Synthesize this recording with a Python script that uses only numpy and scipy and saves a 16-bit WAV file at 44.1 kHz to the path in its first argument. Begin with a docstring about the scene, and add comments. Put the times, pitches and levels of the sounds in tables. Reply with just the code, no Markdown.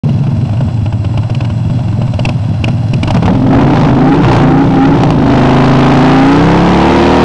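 """A big V-twin motorcycle lopes and coughs at idle, close by at the roadside. Then it is revved against
the brake until the rear tyre spins on the asphalt. Every firing booms in the exhaust pipes and lets
out a puff of gas, over the clatter of the valve gear and a thin whistle. The small microphone stands
close: under throttle it overloads and squares off the waves."""
import sys
import numpy as np
from scipy import signal
from scipy.fft import rfft, irfft, next_fast_len
from scipy.io import wavfile
from scipy.ndimage import uniform_filter1d

SR = 44100
rng = np.random.default_rng(int(sys.argv[2]) if len(sys.argv) > 2 else 0)


def materialize(psi):
    """Save the field psi as 16-bit PCM at rate SR to the path in sys.argv[1].

    A 1-D psi becomes a single channel; in a 2-D psi each row is a channel.
    """
    bounded = np.clip(np.atleast_2d(psi).T, -1, 1)
    quanta = np.round(bounded * 32767).astype(np.int16)
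    wavfile.write(sys.argv[1], SR, quanta)


N = 319284
TIME = np.arange(N) / SR
START_S = 0.035
REAR_LAG = 315 / 720  # share of a cycle by which the rear cylinder fires after the front one

# gas rasping out of the pipes under load (frequency [Hz], density [dB])
GAS_RASP = [(60, -37.5), (300, -17.5), (480, -8.5), (820, 3), (1300, -11.5), (2000, -13), (2800, -12),
            (4000, -18.5), (5500, -25.5), (8000, -37.5), (11000, -44.5)]


def revving(drone_db=6, bark_db=-9, rasp_db=-19, gas_rise_s=0.0045, leak=0.38, slip_s=(5.1, 5.5)):
    """Two cylinders fire 315 and 405 degrees apart, each barking into its pipe with a rasp of gas."""
    # engine speed (time [s], four-stroke cycle rate [Hz])
    engine_speed = [(3.2, 17.5), (3.31, 20.8), (3.36, 21.9), (3.46, 22.2), (3.69, 28.0), (3.89, 25.3),
                    (3.99, 27.1), (4.17, 32.0), (4.23, 32.3), (4.37, 28.8), (4.47, 28.3), (4.63, 30.8),
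                    (4.77, 29.3), (4.97, 31.7), (5.13, 26.2), (5.27, 25.6), (5.58, 26.8), (5.9, 27.1),
                    (6.25, 30.1), (6.41, 32.5), (6.6, 34.7), (7.04, 38.7), (7.17, 39.6), (7.24, 39.6)]
    # blips against the brake, then the throttle held open (time [s], effort [dB])
    throttle = [(3.28, -30.5), (3.43, -41), (3.55, -26), (3.68, -31), (3.8, -26.5), (3.95, -31.5),
                (4.22, -30.5), (4.27, -22.5), (4.38, -23), (4.5, -32), (4.7, -33.5), (4.85, -30),
                (4.99, -32.5), (5.03, -27.5), (5.17, -34.5), (5.33, -26), (5.9, -24), (6.6, -26),
                (7.24, -23.5)]
    # each cylinder's pipe, full of hot gas (frequency [Hz], width [Hz], level [dB])
    front_pipe = [(90, 19, -35.5), (242, 34, 2), (345, 8.1, 1.5), (492.7, 38, 0.5), (774, 93, 3),
                  (883, 40, 3.5), (1207, 360, -12.5)]
    rear_pipe = [(111, 18, -6.5), (193.5, 18.6, 3), (402, 62, -3.5), (630, 16, 3), (814.4, 32, 4),
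                 (988, 32, 3)]
    (speed,), (effort,) = curves(engine_speed), curves(throttle)
    effort = effort + 28  # dB above a moderate load
    spin = np.interp(TIME, slip_s, [0, 1])  # 0: the tyre grips, 1: it spins freely
    cycles = np.cumsum(speed * (TIME > 3.17)) / SR
    slowing = -np.gradient(uniform_filter1d(speed, size=3000)) * SR
    bog = np.clip(slowing / 10.4, 0, 1)  # fully bogged down when losing 10.4 Hz a second
    age = np.arange(1500) / SR
    barks, gas = np.zeros((2, N))
    for lag, pipe, pipe_db in [(0, front_pipe, 0), (REAR_LAG, rear_pipe, -4)]:
        firings = TIME[1:][np.diff(np.floor(cycles - lag)) > 0]
        pulses = np.zeros(N)
        for s, (size, late) in zip(firings, rng.standard_normal((len(firings), 2))):
            uneven = np.interp(s, [3.3, 3.9, 5.1, 5.45], [8, 4, 4, 1])  # settles as the tyre lets go
            onset = s + 2e-5 * uneven * late
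            strength = np.exp(0.05 * uneven * size)
            add(pulses, onset, strength * burst(age, 0.00021))
            add(gas, onset, strength * burst(age - 0.0008, gas_rise_s))
        barks += gain_of(pipe_db) * ring(pulses, pipe)
    barks = gain_of(bark_db + effort + 1.5 * spin) * steadied(butter(barks, 55, "high"), size=5000)
    rasp = gain_of(rasp_db + 0.86 * effort + 2.5 * spin) * (gas + leak) * noise(GAS_RASP)
    hum = gain_of(drone_db + 0.49 * effort) * drone(cycles, speed, spin, bog)
    return (hum + barks + rasp) * np.interp(TIME, [3.18, 3.3], [0, 1])


def drone(cycles, speed, spin, bog, stumble_db=4.0, settled=0.3, travel_s=0.00032):
    """The strong engine orders, timed by the cylinders' uneven firing and coloured by the pipes."""
    # strong orders (frequency [multiples of the cycle rate])
    orders = (4, 5, 6, 7, 9, 10, 11, 12, 13)
    # order by order: base (level [dB]), then bogged down and with the tyre spinning (gain [dB])
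    order_levels = (-9, 1.5, -2.5, -6.5, 3, -6, 0, -5.5, -6)
    bog_gains = (10.5, -6, -1, -4.5, -9, -4, -5, -9, -6)
    spin_gains = (8, 2, -1, 8, 2.5, 2, 2.5, -1, 3)
    # the pipes favour any order passing through their two low resonances (frequency [Hz], gain [dB])
    pipe_response = [(80, -18.5), (110, -14), (135, -10.5), (165, -10), (190, -13), (212, -18.5),
                     (240, -13.5), (265, -7.5), (300, -12), (355, -13), (450, -23.5)]
    hum = np.zeros(N)
    for k, db, bog_db, spin_db in zip(orders, order_levels, bog_gains, spin_gains):
        pair_phase = np.angle(1 + np.exp(-2j * np.pi * k * REAR_LAG))
        phase = 2 * np.pi * k * (cycles - speed * travel_s) + pair_phase
        stumble = stumble_db * evened(butter(rng.standard_normal(N), 38.2, "low"))
        stumble *= 1 - spin + settled * spin  # steadier once the tyre spins
        pipe_db = np.interp(k * speed, *np.transpose(pipe_response))
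        height = gain_of(db + bog_db * bog + spin_db * spin + pipe_db + stumble)
        hum += height * np.cos(phase)
        if k == 9:
            # a bright overtone near 810 Hz, three times the ninth order, like the microphone's overload
            hum += ring(-height * np.cos(3 * phase), [(810, 90, -11)])
    return hum


def hard_firings(level_db=-1, rise_s=0.002):
    """Sudden, dull blasts of gas while the brake drags the engine down."""
    # hard firings (time [s], level [dB])
    firings = [(3.733, -2), (3.77, 0), (3.846, -1.5), (3.885, -3), (4.245, 0.5), (4.434, 1.5), (5.034, 1),
               (5.104, -1)]
    age, blasts = np.arange(2500) / SR, np.zeros(N)
    for s, db in firings:
        add(blasts, s, gain_of(db) * burst(age, rise_s))
    return gain_of(level_db) * blasts * butter(noise(GAS_RASP), 1800, "low")


def idle(pitch_scatter=0.094, boom_spread_db=3.5, swell_s=0.02, stroke_s=0.02, cough_db=5):
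    """Each firing blows down with a puff and a crack; the piston pushes and the pipe's boom swells."""
    # the idle sinks, then gathers (time [s], boom pitch [Hz], pipe level [dB], overtone gain [dB])
    idle_course = [(0.05, 126.7, -9.5, -3), (0.4, 109.6, -10, -8.5), (0.9, 98.3, -10.5, -16),
                   (1.7, 111.2, -11, -6.5), (2.3, 106, -11.5, -8), (3.2, 109.6, -11, -3)]
    # pipe overtones with cool gas (frequency [Hz], width [Hz], level [dB])
    cool_pipe = [(160.7, 13, 20), (201.5, 11.7, 16.5), (227, 5.6, 22), (319, 10, 0)]
    # turbulence in the pipes, the puff and the crack after it (frequency [Hz], density [dB])
    rumble_colour = [(40, -35.5), (75, -31.5), (130, 6.5), (200, 0), (250, -2), (320, -6.5), (420, -29),
                     (900, -61.5)]
    puff_colour = [(100, 5), (300, 4), (440, -34.5), (540, -9.5), (610, 1.5), (700, -6.5), (950, -7.5),
                   (1250, -19.5), (1480, -14.5), (1750, -30), (3000, -24.5), (9000, -54)]
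    crack_colour = [(500, -44), (1400, -24), (2100, -2.5), (2750, 10.5), (3700, -9), (5200, -5),
                    (6500, -17.5), (8500, -17), (11000, -32.5)]
    age = np.arange(6000) / SR
    glide = 2 * (age - 2 * swell_s)  # hot gas raises the pipe's note
    booms, pushes, flow, puffs, cracks, thuds = np.zeros((6, N))
    firings = idle_firings()
    note, level, overtone_db = curves(idle_course)
    for (s, crack_db, puff_db), draws in zip(firings, rng.standard_normal((len(firings), 3))):
        detune, size, late = draws
        fierce = np.clip((crack_db + 24) / 12, 0, 1)  # unburnt fuel goes off in the pipe
        cough, boom = gain_of(cough_db * fierce), gain_of(boom_spread_db * size)
        pitch = note[round(s * SR)] * (1 + glide + pitch_scatter * detune)
        piston = 0.25 * burst(age - stroke_s * (1 + 0.13 * late), 0.0022)
        add(booms, s, boom * burst(age, swell_s) * np.sin(2 * np.pi * pitch * age))
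        add(flow, s, boom * burst(age, 0.026))
        add(pushes, s, boom * (burst(age, 0.0024) + piston))
        add(thuds, s, 0.065 * fierce * burst(age, 0.02) * np.sin(2 * np.pi * 260 * age))
        add(puffs, s, gain_of(puff_db) * cough * (burst(age, 0.0029) + 0.39 * burst(age, 0.012)))
        crack = burst(age - 0.0023, 0.0035) + 0.032 * burst(age, 0.002)
        add(cracks, s, gain_of(crack_db) * cough * crack)
    overtones = gain_of(overtone_db) * steadied(butter(ring(pushes, cool_pipe), 134, "high"), size=9000)
    rumble = gain_of(-9) * steadied(flow * noise(rumble_colour), size=3000)
    pipes = butter(steadied(booms, size=2400) + overtones + rumble, 73.5, "high")
    pipes *= gain_of(level) * np.interp(TIME, [3.22, 3.34], [1, 0])  # gives way to the revving
    puffs *= gain_of(8) * noise(puff_colour)
    cracks *= gain_of(-7) * noise(crack_colour)
    return pipes + thuds + puffs + cracks


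def idle_firings(gap_s=0.048, soft_crack_db=-33, soft_puff_db=-30.5, spread_db=4):
    """The pops, with soft firings spaced evenly between them to keep the engine turning."""
    # firings that stand out as pops and coughs (time [s], crack level [dB], puff level [dB])
    pops = [(0.0872, -21.5, -23.5), (0.2339, -31, -26), (0.2655, -26, -26), (0.4098, -29, -26),
            (0.5303, -26, -24.5), (0.6049, -24, -20), (0.6834, -29, -24), (0.8572, -23, -21.5),
            (0.9232, -23.5, -21.5), (1.0431, -23, -20), (1.1382, -38, -25), (1.1725, -19, -18.5),
            (1.2303, -27, -23.5), (1.296, -20.5, -22), (1.3443, -17.5, -28), (1.4041, -18.5, -19.5),
            (1.4453, -18.5, -25), (1.498, -23, -22.5), (1.6962, -36, -22.5), (1.7887, -32, -21.5),
            (1.926, -37, -24), (2.0146, -21.5, -20.5), (2.1342, -20, -26), (2.1894, -15, -21),
            (2.2485, -8.5, -19), (2.2865, -12.5, -21.5), (2.5354, -28, -27), (2.638, -10.5, -19.5),
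            (2.6776, -13, -19.5), (2.9323, -12.5, -24), (3.0283, -9.5, -19), (3.0729, -13.5, -14.5),
            (3.1021, -11.5, -18.5), (3.1418, -11.5, -12.5), (3.1651, -15.5, -14), (3.2219, -17, -14),
            (3.2543, -12, -14.5)]
    marks = [START_S] + [row[0] for row in pops]
    soft = [START_S]
    for start, end in zip(marks, marks[1:]):
        steps = max(round((end - start) / gap_s), 1)
        soft += list(np.linspace(start, end, steps + 1)[1:-1])
    spread = spread_db * rng.standard_normal(len(soft))
    return list(pops) + [(s, soft_crack_db + db, soft_puff_db + db) for s, db in zip(soft, spread)]


def tyre():
    """Rubber scrubs over the asphalt once the rear wheel breaks loose."""
    # the skid (time [s], level [dB])
    skid = [(5.1, -60), (5.85, -38), (6.0, -19), (6.35, -18), (6.6, -28), (7.24, -27)]
    # sliding rubber (frequency [Hz], density [dB])
    scrub_colour = [(100, -52.5), (500, 14), (850, 13), (1200, 13), (1750, -3.5), (3000, -49.5),
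                    (6000, -15), (11000, -47)]
    level, = curves(skid)
    return gain_of(level) * noise(scrub_colour)


def valve_gear(clatter_db=10, metal_db=-1, ticks_per_s=160, tick_db=20):
    """Tappets, chain and gears: a broad clatter and small ticks that ring the cases and fins."""
    # loudness of the gear (time [s], level [dB])
    gear_level = [(0.06, -41), (0.51, -41.5), (0.67, -42), (0.89, -44.5), (1.11, -42.5), (3.0, -40)]
    # broad clatter (frequency [Hz], density [dB])
    clatter_colour = [(150, -53.5), (300, -4), (430, -12.5), (620, 3), (1050, -6.5), (1260, -14.5),
                      (1500, -11.5), (1750, -17.5), (2200, -18), (3600, -24), (5600, -26.5), (6700, -40),
                      (8000, -35), (11000, -34.5)]
    # resonances of the cases and fins (frequency [Hz], width [Hz], level [dB])
    case_modes = [(2770, 140, -1.5), (3340, 55, -2), (4063, 80, -3.5), (4830, 240, -11.5), (5400, 240, -16)]
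    level, = curves(gear_level)
    ticks = rng.standard_normal(N) * (1 + gain_of(tick_db) * (rng.random(N) < ticks_per_s / SR))
    metal = gain_of(metal_db) * evened(ring(ticks, case_modes))
    return gain_of(level) * (gain_of(clatter_db) * noise(clatter_colour) + metal)


def whistle(hz=7700, waver_hz=16, flutter_db=3.0):
    """A faint, thin whistle high above the engine, wavering a little in pitch and level."""
    # loudness of the whistle (time [s], level [dB])
    whistle_level = [(0.05, -61), (0.6, -51.5), (2.0, -51.5), (2.4, -56)]
    level, = curves(whistle_level)
    waver, flutter = (evened(butter(z, 40, "low")) for z in rng.standard_normal((2, N)))
    phase = 2 * np.pi * np.cumsum(hz + waver_hz * waver) / SR
    return gain_of(level + flutter_db * flutter) * np.sin(phase)


def roadside(x, wet_db=-21, t60_s=0.45):
    """Kerb, fence and trees scatter a faint, dull echo back to the microphone."""
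    age = np.arange(SR // 2) / SR
    taps = rng.standard_normal(len(age)) * (rng.random(len(age)) < 0.04)
    taps *= (age > 0.015) * gain_of(-60 * age / t60_s)
    tail = butter(taps / np.linalg.norm(taps), 3000, "low", order=1)
    return x + gain_of(wet_db) * signal.oaconvolve(x, tail)[:N]


def burst(age, rise_s):
    """A valve opens: pressure climbs to 1 in rise_s and drains away."""
    u = np.maximum(age, 0) / rise_s
    return (u * np.exp(1 - u)) ** 2


def ring(x, modes):
    """Sum of band-pass resonances (frequency [Hz], width [Hz], level [dB])."""
    return sum(gain_of(db) * signal.lfilter(*signal.iirpeak(hz, hz / width, SR), x)
               for hz, width, db in modes)


def noise(points):
    """Noise of rms 1, coloured by points (frequency [Hz], density [dB])."""
    point_hz, db = np.transpose(points)
    size = next_fast_len(N)
    hz = np.fft.rfftfreq(size, 1 / SR)
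    colour = gain_of(np.interp(np.log(hz + 1), np.log(point_hz), db))
    return evened(irfft(rfft(rng.standard_normal(size)) * colour)[:N])


def butter(x, hz, kind, order=2):
    """Butterworth filter."""
    return signal.sosfilt(signal.butter(order, hz, kind, fs=SR, output="sos"), x)


def gain_of(db):
    """Decibels to amplitude."""
    return 10 ** (np.asarray(db) / 20)


def evened(x):
    """Scales to an rms of 1."""
    return x / np.sqrt(np.mean(x ** 2) + 1e-20)


def steadied(x, size):
    """Scales to a running rms of 1 over size samples."""
    power = uniform_filter1d(uniform_filter1d(x ** 2, size), size // 2)
    return x / np.sqrt(abs(power) + 1e-4 * np.mean(x ** 2))


def curves(rows):
    """Each value column of rows (time [s], values...) at every sample."""
    s, *columns = np.transpose(rows)
    return [np.interp(TIME, s, c) for c in columns]


def add(mix, s, sound):
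    """Mixes a sound in at time s."""
    part = mix[max(round(s * SR), 0):][:len(sound)]
    part += sound[:len(part)]


def scene():
    """The motorcycle at the roadside, heard from close by in mono."""
    return roadside(idle() + revving() + hard_firings() + valve_gear() + whistle() + tyre())[None]


def record(dry, knee=8, shift=0.021, soft_hz=9000, edge_hz=11300):
    """The close microphone's input overloads, unevenly up and down; then the top treble is cut."""
    x = dry + shift * uniform_filter1d(abs(dry), size=16000)  # hard drive shifts the working point
    rail = np.where(x > 0, 0.59, 0.65)
    squared = x / (1 + abs(x / rail) ** knee) ** (1 / knee)
    fade_in = np.clip((TIME - START_S) / 0.0009, 0, 1)
    band_limit = signal.firwin(101, edge_hz, window=("kaiser", 7), fs=SR)
    return signal.oaconvolve(butter(squared * fade_in, soft_hz, "low"), band_limit[None], "same")


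dry = scene()
out = record(dry)
materialize(out)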